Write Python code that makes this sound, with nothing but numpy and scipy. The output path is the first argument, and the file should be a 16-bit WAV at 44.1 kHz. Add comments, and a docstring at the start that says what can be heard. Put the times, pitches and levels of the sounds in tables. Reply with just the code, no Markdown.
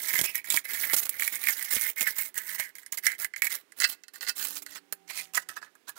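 """A flat steel spring is wound by gloved hands into a plastic housing on a concrete garage floor.
The strip sticks and slips over its own turns in hissing, gritty strokes; its edge catches, crackles,
squeals and snaps, knocking the hollow housing, which rocks on the floor. Near the end the tight inner
coil jangles and is pressed home. Far off, an engine drones past, sinking in pitch."""
import sys
import numpy as np
from scipy import signal
from scipy.fft import rfft, irfft, next_fast_len
from scipy.io import wavfile
from scipy.ndimage import uniform_filter1d

SR = 44100
rng = np.random.default_rng(int(sys.argv[2]) if len(sys.argv) > 2 else 0)


def wrap_up_sound(samples):
    """Save the sound to the file named by the first command line argument, as 16-bit audio."""
    columns = np.atleast_2d(samples).T
    # keep every value between -1 and 1, then stretch to whole-number steps
    tamed = np.clip(columns, -1, 1)
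    steps = np.round(tamed * 32767).astype(np.int16)
    wavfile.write(sys.argv[1], SR, steps)


N = 263718
TIME = np.arange(N) / SR

# Levels in the tables are relative; the functions trim them in the mix.
# Pushes of the hands. Each row: start, swell and fade in seconds, steel hiss and housing hum in dB.
PUSHES = [(0, 0.00066, 0.19, -35, -44), (.04, 0.069, 0.075, -32, -39), (0.113, 0.055, 0.07, -26, -31.5),
          (0.227, 0.011, 0.11, -32.5, -37.5), (0.343, 0.021, 0.049, -34.5, -36.5),
          (0.436, 0.091, 0.045, -39, -42), (0.495, 0.062, 0.05, -28.5, -44.5),
          (0.639, 0.013, 0.014, -41.5, -42), (0.665, 0.1, 0.37, -34, -39.5),
          (0.757, 0.15, 0.04, -31, -35.5), (0.919, 0.014, 0.032, -21, -52),
          (0.961, 0.0048, 0.098, -24, -63), (1.1, 0.045, 0.17, -43.5, -48),
          (1.183, 0.056, 0.09, -30.5, -37.5), (1.32, 0.0055, 0.12, -35.5, -38.5),
          (1.39, 0.12, 0.063, -31, -37.5), (1.531, 0.094, 0.15, -38.5, -39), (1.702, 0.02, 0.17, -26, -33),
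          (1.791, 0.1, 0.031, -30.5, -37), (1.957, 0.038, 0.11, -33.5, -36.5),
          (2.053, 0.019, 0.084, -32.5, -36.5), (2.154, 0.053, 0.084, -29, -39),
          (2.35, 0.031, 0.065, -35.5, -38), (2.414, 0.13, 0.051, -38, -42.5),
          (2.581, 0.022, 0.091, -37, -36.5), (2.748, 0.011, 0.14, -53.5, -55),
          (2.92, 0.0048, 0.028, -29, -39.5), (2.971, 0.013, 0.012, -32.5, -41.5),
          (3.024, 0.052, 0.071, -34.5, -31.5), (3.18, 0.058, 0.027, -33.5, -42),
          (3.367, 0.011, 0.037, -44, -47.5), (3.419, 0.033, 0.037, -30.5, -34.5),
          (3.491, 0.041, 0.068, -33, -40.5), (3.763, 0.067, 0.031, -38, -54.5),
          (3.828, 0.022, 0.038, -42, -33), (3.848, 0.077, 0.024, -38.5, -56.5),
          (4.133, 0.017, 0.048, -48.5, -51), (4.21, 0.0052, 0.065, -38, -42.5),
          (4.278, 0.015, 0.026, -30, -38.5), (4.351, 0.066, 0.18, -33, -53),
          (4.551, 0.019, 0.026, -32, -68), (4.652, 0.13, 0.0093, -49, -53),
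          (5.074, 0.038, 0.18, -44.5, -48), (5.141, 0.055, 0.055, -36.5, -43.5),
          (5.334, 0.023, 0.072, -36.5, -50), (5.486, 0.005, 0.064, -45.5, -43.5),
          (5.557, 0.013, 0.022, -44.5, -41.5), (5.612, 0.0085, 0.076, -56, -51.5),
          (5.87, 0.017, .04, -49, -51), (5.954, 0.031, 0.036, -46.5, -48.5)]
# Colour of steel sliding on steel. Each row: frequency in Hz, level in dB.
HISS_COLOUR = [(100, -49), (1000, -15), (3300, -10), (5000, -8), (7000, -6), (10000, -6.5), (13000, -5),
               (15500, -3), (20000, -13.5)]
# How the spring sits. Each row: time in seconds, housing pitch factor, hiss tilt in dB per octave.
SEATING = [(0, 1.045, 3), (.21, 0.96, 4), (.28, 1.2, 4.5), (.36, 1.07, 8), (.58, 1.077, -0.5),
           (.8, 0.98, 6), (1.25, 1.06, 5.5), (1.68, 0.99, 1), (1.83, 1.033, 5), (2.4, 0.97, 5.5),
           (2.51, 0.98, 3), (2.63, 0.97, 2), (3.08, 1.008, 2), (3.25, 0.96, 5.5), (3.43, 1.016, 6.5),
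           (3.53, 0.99, 3), (3.88, 0.94, 4.5), (4.28, 0.91, -4.5), (4.42, 0.86, 4.5), (4.75, 0.94, -5.5),
           (4.93, 0.89, -13), (5.18, 1.18, -5.5), (5.38, 0.88, -7), (5.62, 0.86, -11), (5.95, 0.74, -5)]
# Resonances of the housing, its base plate and the coil. Each row: pitch and width in Hz, level in dB.
HOUSING_MODES = [(845, 72, -27.5), (1493, 267, -11.5), (1611, 70, -4.5), (1785, 76, 0.5), (2057, 103, 3),
                 (2201, 187, 1), (2277, 810, -11.5), (3137, 42, -9)]
BASE_MODES = [(730, 410, 3), (1270, 150, 12)]
COIL_MODES = [(1450, 30, -3), (2045, 28, 2), (2645, 38, 1), (3110, 40, -4), (3945, 40, -4), (4175, 35, 0),
              (4370, 40, 3), (4737, 32, -3), (5169, 40, -3), (4200, 600, -5), (8400, 900, -11)]
# The housing shifts on the gritty floor. Each row: time in seconds, level in dB.
FLOOR_SHIFTS = [(0, -34.5), (.2, -33), (.4, -34), (.9, -33.5), (1.3, -35.5), (2.4, -39), (3.3, -35.5),
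                (4.5, -35), (5.2, -36.5), (5.98, -32.5)]
# Colours of the floor grit and the room tone. Each row: frequency in Hz, level in dB.
GRIT_COLOUR = [(15, -7), (45, 0.5), (130, 2), (480, 4.5), (780, 4.5), (1300, 2.5), (2200, 4.5), (4000, 6),
               (16000, -37.5)]
AIR_COLOUR = [(20, -42), (90, -29), (170, -11), (290, -1), (400, -1), (580, -10), (2200, -9), (4000, -16),
              (16000, -22)]
# The garage's early echoes. Each row: frequency in Hz, seconds to fall by 60 dB.
ECHO_DECAY = [(250, 0.064), (700, 0.068), (1800, 0.055), (4600, 0.036), (12000, 0.063)]
# The strip lets go. Each row: start in seconds, steel tick in dB, tick centre in Hz, housing knock in dB.
SNAP_HITS = [(.0845, -29.5, 11500, -36), (0.136, -35.5, 11500, -26), (0.19, -25.5, 9800, -40),
             (0.2137, -23.5, 9700, -43.5), (0.351, -47, 8950, -32.5), (0.3556, -25, 12500, -61),
             (0.4432, -47, 9400, -38.5), (0.5027, -22.5, 9300, -34), (0.525, -36.5, 12600, -43),
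             (0.543, -27, 11700, -51.5), (0.572, -26.5, 10200, -20), (1.0936, -22.5, 13400, -55),
             (1.1962, -31.5, 11300, -27.5), (1.221, -34, 9000, -22.5), (1.277, -26, 11300, -24),
             (1.356, -31, 11600, -39), (1.4701, -30.5, 11100, -20.5), (1.485, -26, 11600, -20.5),
             (1.6262, -30.5, 11700, -38), (1.8115, -26, 12000, -34.5), (1.838, -30, 12100, -47),
             (2.0752, -26.5, 12000, -38), (2.3432, -44, 10900, -49), (2.38, -36, 11800, -37),
             (2.582, -47, 10500, -37), (2.598, -29.5, 9450, -29.5), (2.754, -45, 8240, -44.5),
             (2.784, -46, 10300, -44.5), (2.831, -55, 8000, -50.5), (2.8629, -43.5, 7700, -45.5),
             (3.0671, -21.5, 7460, -18), (3.1175, -39.5, 7600, -32.5), (3.1506, -54, 8100, -53),
             (3.246, -31, 8900, -26), (3.337, -51, 5340, -32.5), (3.362, -42, 8400, -32),
             (3.38, -49, 5800, -60), (3.4201, -27, 9000, -19.5), (3.4456, -27.5, 12450, -42.5),
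             (3.4685, -31, 9200, -25), (3.7207, -52.5, 7900, -48), (3.802, -27.5, 7300, -30.5),
             (3.812, -32, 8000, -30), (3.8192, -28, 5430, -25), (3.8342, -36, 5600, -27.5),
             (3.842, -28.5, 5000, -22.5), (3.845, -31.5, 6020, -27), (3.8481, -31, 4000, -23.5),
             (4.0364, -49, 5200, -50.5), (4.082, -49.5, 7160, -50), (4.209, -40, 4500, -46),
             (4.229, -54, 4500, -39), (4.267, -46, 4600, -41), (4.274, -41, 6000, -33.5),
             (4.2853, -36, 5500, -42), (4.2941, -33, 5000, -40), (4.6638, -43, 8060, -40.5),
             (4.925, -30, 10370, -39.5), (5.1746, -36.5, 7500, -53), (5.354, -38, 8400, -40),
             (5.3729, -34, 7850, -23.5), (5.3769, -31.5, 8700, -20.5), (5.4891, -38.5, 9000, -41),
             (5.6269, -54.5, 6400, -38), (5.753, -60, 8900, -53.5), (5.894, -38, 10800, -42.5)]
# The edge skips over the turns. Each row: start and length in seconds, level in dB.
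CRACKLE_RUNS = [(0.143, 0.017, -30.5), (0.238, 0.025, -28.5), (0.9364, 0.01, -22), (0.9668, 0.014, -28.5),
                (1.002, 0.0038, -38), (1.03, 0.0059, -30), (1.054, 0.015, -33.5), (1.325, 0.013, -35),
                (1.487, 0.014, -33.5), (1.733, 0.0073, -28), (1.758, 0.0098, -35), (2.007, 0.026, -26.5),
                (2.378, 0.011, -28.5), (4.621, 0.011, -41)]
# The housing rocks onto the floor. Each row: start in seconds, crunch in dB, thud in dB.
FLOOR_BUMPS = [(0.191, -34, -62), (0.2141, -40.5, -37.5), (0.542, -35.5, -45), (0.935, -35.5, -40),
               (1.029, -46.5, -56), (1.766, -39, -43), (2.014, -44, -46), (2.075, -46, -54),
               (2.5974, -41.5, -53), (2.9276, -51.5, -58), (4.9249, -47, -55)]
# Steel edges squeal. Each row: start and length in seconds, centre pitch in Hz, level in dB.
EDGE_SQUEAKS = [(0.251, 0.07, 2610, -36), (0.498, 0.022, 3620, -30.5), (3.841, 0.016, 4315, -28),
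                (4.281, 0.0074, 4450, -29), (4.387, 0.065, 1536, -42.5), (5.3535, 0.0035, 7620, -18)]
# The engine's pass. Each row: time in seconds, level in dB, pitch factor.
ENGINE_PASS = [(2.6, -78, 1.1), (4.1, -72, 1.06), (4.45, -68, 1.02), (4.75, -68, 1), (5.05, -68, .98),
               (5.35, -68, .955), (5.98, -75, .92)]
# Its tones. Each row: base pitch in Hz, level in dB, centre and half-width of the swell in seconds.
ENGINE_TONES = [(179, -4, 5.2, .35), (289, 6, 4.6, .24), (392, -2, 4.8, .7), (797, 3, 5.25, .3)]
# The inner coil rings when it swings free. Each row: time in seconds, send to the coil in dB.
COIL_FREEDOM = [(0, -29.5), (3.75, -18.5), (3.83, 2), (3.93, -0.5), (4.3, 0.5), (4.4, -6.5), (5.2, -4),
                (5.36, -35), (5.98, -13)]


def amp(db):
    return 10 ** (np.asarray(db) / 20)


def unit(x):
    """Scales to rms 1."""
    return x / np.sqrt(np.mean(x ** 2) + 1e-20)


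def hit_sized(x, hit_s=.005):
    """Gives a hit the energy of rms 1 held for hit_s."""
    return x * np.sqrt(hit_s * SR) / np.linalg.norm(x)


def curves(rows):
    """Each column of a time table as an automation curve."""
    s, *columns = np.transpose(rows)
    return [np.interp(TIME, s, c) for c in columns]


def read(points, hz):
    """Reads a curve on a log-frequency axis."""
    f, value = np.transpose(points)
    return np.interp(np.log(hz + 1), np.log(f + 1), value)


def add(mix, s, sound):
    part = mix[max(round(s * SR), 0):][:len(sound)]
    part += sound[:len(part)]


def band(x, low_hz, high_hz, order=2):
    edges = np.clip([low_hz, high_hz], 20, SR / 2 - 100)
    return signal.sosfilt(signal.butter(order, edges, "band", fs=SR, output="sos"), x)


def colour(x, spectrum, size=2048):
    """Causal EQ of unit energy with the given spectrum."""
    log_gain = np.log(amp(read(spectrum, abs(np.fft.fftfreq(size, 1 / SR)))))
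    taps = np.fft.ifft(np.exp(np.conj(signal.hilbert(log_gain)))).real[:size // 2]
    return signal.oaconvolve(x, taps / np.linalg.norm(taps))[:len(x)]


def wander(rate_hz):
    """Random drift of rms 1, up to the given rate."""
    size = next_fast_len(N)
    hz = np.fft.rfftfreq(size, 1 / SR)
    spectrum = rfft(rng.standard_normal(size)) / (1 + (hz / rate_hz) ** 4)
    return unit(irfft(spectrum)[:N])


def ring(x, modes, pitch, size=6000):
    """A resonator with modes of alternating sign, bent by running its clock at the pitch factor."""
    t = TIME[:size]
    click = sum((-1) ** k * amp(db) * width * np.exp(-np.pi * width * t) * np.sin(2 * np.pi * hz * t)
                for k, (hz, width, db) in enumerate(modes))
    clock = np.cumsum(pitch)
    steps = np.arange(1, clock[-1])
    rung = signal.oaconvolve(np.interp(steps, clock, x), click / np.linalg.norm(click))[:len(steps)]
    return np.interp(clock, steps, rung)


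def burst(decay_s, size=1024, crack=2.2):
    """One hard contact, then a spray of tiny ones that dies fast."""
    age = TIME[:size] / decay_s
    return rng.standard_normal(size) * (np.exp(-age) + crack * np.exp(-2 * np.pi * age))


def strokes(fade_db=-20.5, stop_db_per_s=599.5):
    """Hiss and hum envelopes in dB: each push gathers speed, slows ever faster, then sticks."""
    power = np.full((2, N), amp(-95) ** 2)
    for start, swell_s, fade_s, hiss_db, hum_db in PUSHES:
        t = TIME[TIME < 2 * (swell_s + fade_s)]
        swell = np.sin(np.pi / 2 * np.minimum(t / swell_s, 1)) ** .78
        slowing = (np.maximum(t - swell_s, 0) / fade_s) ** 1.24
        stopped_s = np.maximum(t - swell_s - fade_s, 0)
        speed = swell * amp(fade_db * slowing - stop_db_per_s * stopped_s)
        add(power[0], start, (amp(hiss_db) * speed) ** 2)
        add(power[1], start, (amp(hum_db) * speed) ** 2)
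    return 10 * np.log10(power)


def friction(slips_per_s=420, spread_db=4, slip_s=.0009, smooth=.7, judder_db=2.2, judder_hz=110):
    """Stick and slip: the contact force comes in brief uneven bursts over steady sliding."""
    sizes = np.minimum(rng.exponential(1, N), 2.8)
    slips = (rng.random(N) < slips_per_s / SR) * amp(spread_db * sizes)
    bursts = unit(signal.lfilter([1], [1, -np.exp(-1 / (slip_s * SR))], slips))
    return unit((smooth + bursts) * amp(judder_db * wander(judder_hz)))


def hiss(force, slide_db, tilt, stall_db=1.7, patch_db=3, pivot_hz=10000):
    """Steel slides on steel; the contact point wanders, so its colour keeps shifting."""
    level_db = slide_db + .38 + stall_db * wander(45)  # the strip hesitates and hurries on
    source = colour(force * rng.standard_normal(N), HISS_COLOUR)
    hz, t, frames = signal.stft(source, SR, nperseg=256)
    patches = uniform_filter1d(rng.standard_normal(frames.shape), size=6, axis=0)
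    patches = unit(uniform_filter1d(patches, size=7, axis=1))
    octaves = np.log2(np.maximum(hz, 6000) / pivot_hz)[:, None]
    gain = amp(octaves * np.interp(t, TIME, tilt) + patch_db * patches)
    power = amp(read(HISS_COLOUR, hz))[:, None] ** 2
    gain /= np.sqrt((power * gain ** 2).sum(0) / power.sum())  # the colour moves, the power holds
    return amp(level_db) * signal.istft(frames * gain, SR, nperseg=256)[1][:N]


def chatter(slide_db, taps_per_s=75, tap_db=-9, follows=.8, tap_s=.0016):
    """Loose turns tap each other at random, standing out most when the strip slides gently."""
    contacts = rng.random(N) < taps_per_s / SR
    taps = contacts * amp(follows * slide_db + tap_db + 2 * rng.standard_normal(N))
    fading = signal.lfilter([1], [1, -np.exp(-1 / (tap_s * SR))], taps * (slide_db > -62))
    return fading * unit(band(rng.standard_normal(N), 5500, 17000, order=1))


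def rubbing(force, hum_db, catches_per_s=320, waver_db=2.5):
    """The strip's edge plucks the housing in small separate catches over a bed of scraping."""
    catches = (rng.random(N) < catches_per_s / SR) * rng.choice([-1, 1], N) * rng.uniform(.26, 1, N)
    scrape = .5 * force * rng.standard_normal(N)
    return amp(hum_db - 1.4 + waver_db * wander(25)) * (unit(catches) + scrape)


def housing(drive, seat_pitch, waver):
    """Hollow plastic rings; pressed home, the coil lowers its pitch and passes blows to the base plate."""
    shell = ring(band(drive, 1015, 3200), HOUSING_MODES, seat_pitch * waver)
    seated = np.clip(1 - seat_pitch, 0, 1)
    plate = ring(band(drive * seated, 340, 2000), BASE_MODES, pitch=np.ones(N))
    return shell + amp(7) * plate


def floor_grit(force, slide_db, skips, follows=.52, clack_db=-13):
    """The housing grinds on the concrete with each stroke and clacks with each crackle."""
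    level_db = curves(FLOOR_SHIFTS)[0] + follows * slide_db
    grinding = amp(level_db) * force * rng.standard_normal(N)
    return colour(grinding + amp(clack_db) * skips, GRIT_COLOUR)


def room_tone(level_db=-64.5, swell_db=1):
    """The low, steady bed of the garage."""
    return amp(level_db + swell_db * wander(4.6)) * colour(rng.standard_normal(N), AIR_COLOUR)


def reflections(wet_db=-6, late_db=-28, late_t60=.31, first_s=.0023, size=16384):
    """Quick echoes from the floor and nearby things, then a faint longer tail."""
    t = TIME[:size]
    taps = rng.standard_normal(size) * (rng.random(size) < 4000 / SR) * (t > first_s)
    hz, frame_s, frames = signal.stft(taps, SR, nperseg=128)
    decay = amp(-60 * frame_s / read(ECHO_DECAY, hz)[:, None])
    near = signal.istft(frames * decay, SR, nperseg=128)[1][:size]
    late = band(rng.standard_normal(size), 150, 4000, order=1) * amp(-60 * t / late_t60)
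    return amp(wet_db) * near / np.linalg.norm(near) + amp(late_db) * late / np.linalg.norm(late)


def garage(x, turns_per_s=.743, count=3):
    """Crossfaded reverbs: the echo paths keep changing as the hands and the spring move."""
    sends = [np.sqrt(2 / count) * np.cos(np.pi * (turns_per_s * TIME + k / count)) for k in range(count)]
    return sum(signal.oaconvolve(x * send, reflections())[:N] for send in sends)


def snaps(tick_s=.0033, width_ratio=1.575, wide_db=-9):
    """The strip catches and lets go: a bright steel tick and a blow to the housing."""
    ticks, knocks = np.zeros((2, N))
    for s, tick_db, hz, knock_db in SNAP_HITS:
        spray = burst(tick_s)
        tick = band(spray, hz / width_ratio, hz * width_ratio) + amp(wide_db) * band(spray, 1700, 23000)
        add(ticks, s, amp(tick_db) * hit_sized(tick))
        add(knocks, s, amp(knock_db) * hit_sized(np.ones(1)))
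    return ticks, knocks


def crackles(skips_per_s=700, spread_db=4, skip_s=.00032, fade_db=-4):
    """The edge skips over the turns in runs of sharp, uneven clicks, each run opening with a catch."""
    power = np.zeros(N)
    for s, length, db in CRACKLE_RUNS:
        t = TIME[TIME < length]
        skips = (rng.random(N)[:len(t)] < skips_per_s / SR) | (t == 0)
        sizes = skips * amp(spread_db * rng.uniform(-.89, 1, N)[:len(t)] + fade_db * t / length)
        add(power, s, (amp(db) * unit(sizes)) ** 2)
    pole = np.exp(-1 / (skip_s * SR))
    return np.sqrt(signal.lfilter([1 - pole], [1, -pole], power)) * rng.standard_normal(N)


def bumps():
    """Short, dry crunches of the housing on the concrete, each over a dull thud."""
    out = np.zeros(N)
    thud = hit_sized(band(signal.unit_impulse(2048), 45, 330))
    for s, crunch_db, thud_db in FLOOR_BUMPS:
        crunch = band(colour(burst(decay_s=.0035), GRIT_COLOUR), 200, 10000, order=1)
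        add(out, s, amp(crunch_db + 5.5) * hit_sized(crunch))
        add(out, s, amp(thud_db) * thud)
    return out


def squeaks(arch=.062, octave_db=-9, rough_db=4):
    """Steel edges catch in brief rough tones whose pitch rises and falls with the pressure."""
    out = np.zeros(N)
    jitter = .075 * wander(800)
    grip = unit(amp(rough_db * wander(450)))
    for start, length, hz, db in EDGE_SQUEAKS:
        t = TIME[TIME < length]
        pressure = np.sin(np.pi * t / length)
        pitch = hz * (1 + arch * (pressure - .5) + np.interp(start + t, TIME, jitter))
        phase = 2 * np.pi * np.cumsum(pitch) / SR
        add(out, start, amp(db) * pressure * (np.sin(phase) + amp(octave_db) * np.sin(2 * phase)))
    return out * grip


def far_engine():
    """A few wavering tones sink in pitch as the engine passes, swelling and fading in turn."""
    level_db, pitch = curves(ENGINE_PASS)
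    out = np.zeros(N)
    for hz, db, centre_s, half_width_s in ENGINE_TONES:
        cycles = np.cumsum(hz * pitch * (1 + .006 * wander(15))) / SR
        swell = amp(level_db + db + 2.2 * wander(9)) / (1 + ((TIME - centre_s) / half_width_s) ** 4)
        out += swell * np.sqrt(2) * np.sin(2 * np.pi * cycles)
    return out


def coil_jangle(drive, force, slide_db, ticks, rub_db=-9, tick_db=-9):
    """The inner coil rings, shaken by the housing and by the strip rubbing and snapping on it."""
    squeeze = 1 + .002 * wander(14)  # the grip detunes it slightly
    rub = amp(slide_db + rub_db) * force * rng.standard_normal(N)
    shake = (drive + rub + amp(tick_db) * ticks) * amp(curves(COIL_FREEDOM)[0])
    return ring(band(shake, 1300, 12000), COIL_MODES, squeeze)


def spring(tick_db=1.5, knock_db=-1.5):
    """Friction, snaps and crackles sound the strip, the housing, the inner coil and the floor."""
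    slide_db, hum_db = strokes()
    seat_pitch, tilt = curves(SEATING)
    waver = 1 + .032 * wander(18)  # the housing's ring wavers as the point of contact shifts
    force = friction()
    ticks, knocks = snaps()
    skips = crackles()
    drive = rubbing(force, hum_db) + amp(knock_db) * knocks
    coil = coil_jangle(drive, force, slide_db, ticks)
    grit = floor_grit(force, slide_db, skips)
    sliding = hiss(force, slide_db, tilt) + chatter(slide_db)
    clicks = amp(tick_db) * ticks + colour(skips, HISS_COLOUR)
    return sliding + clicks + housing(drive, seat_pitch, waver) + coil + grit + bumps() + squeaks()


def scene():
    """The spring in the garage, with the engine and room tone behind it, all panned hard right."""
    work = spring()
    right = amp(4.5) * (work + garage(work)) + far_engine() + room_tone()
    return np.array([np.zeros(N), right])


def record(dry, cutoff_hz=15800):
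    """A steep low-pass trims the top of the hiss."""
    taps = signal.firwin(511, cutoff_hz, window=("kaiser", 9), fs=SR)
    return signal.oaconvolve(dry, taps[None], "same")


dry = scene()
out = record(dry)
wrap_up_sound(out)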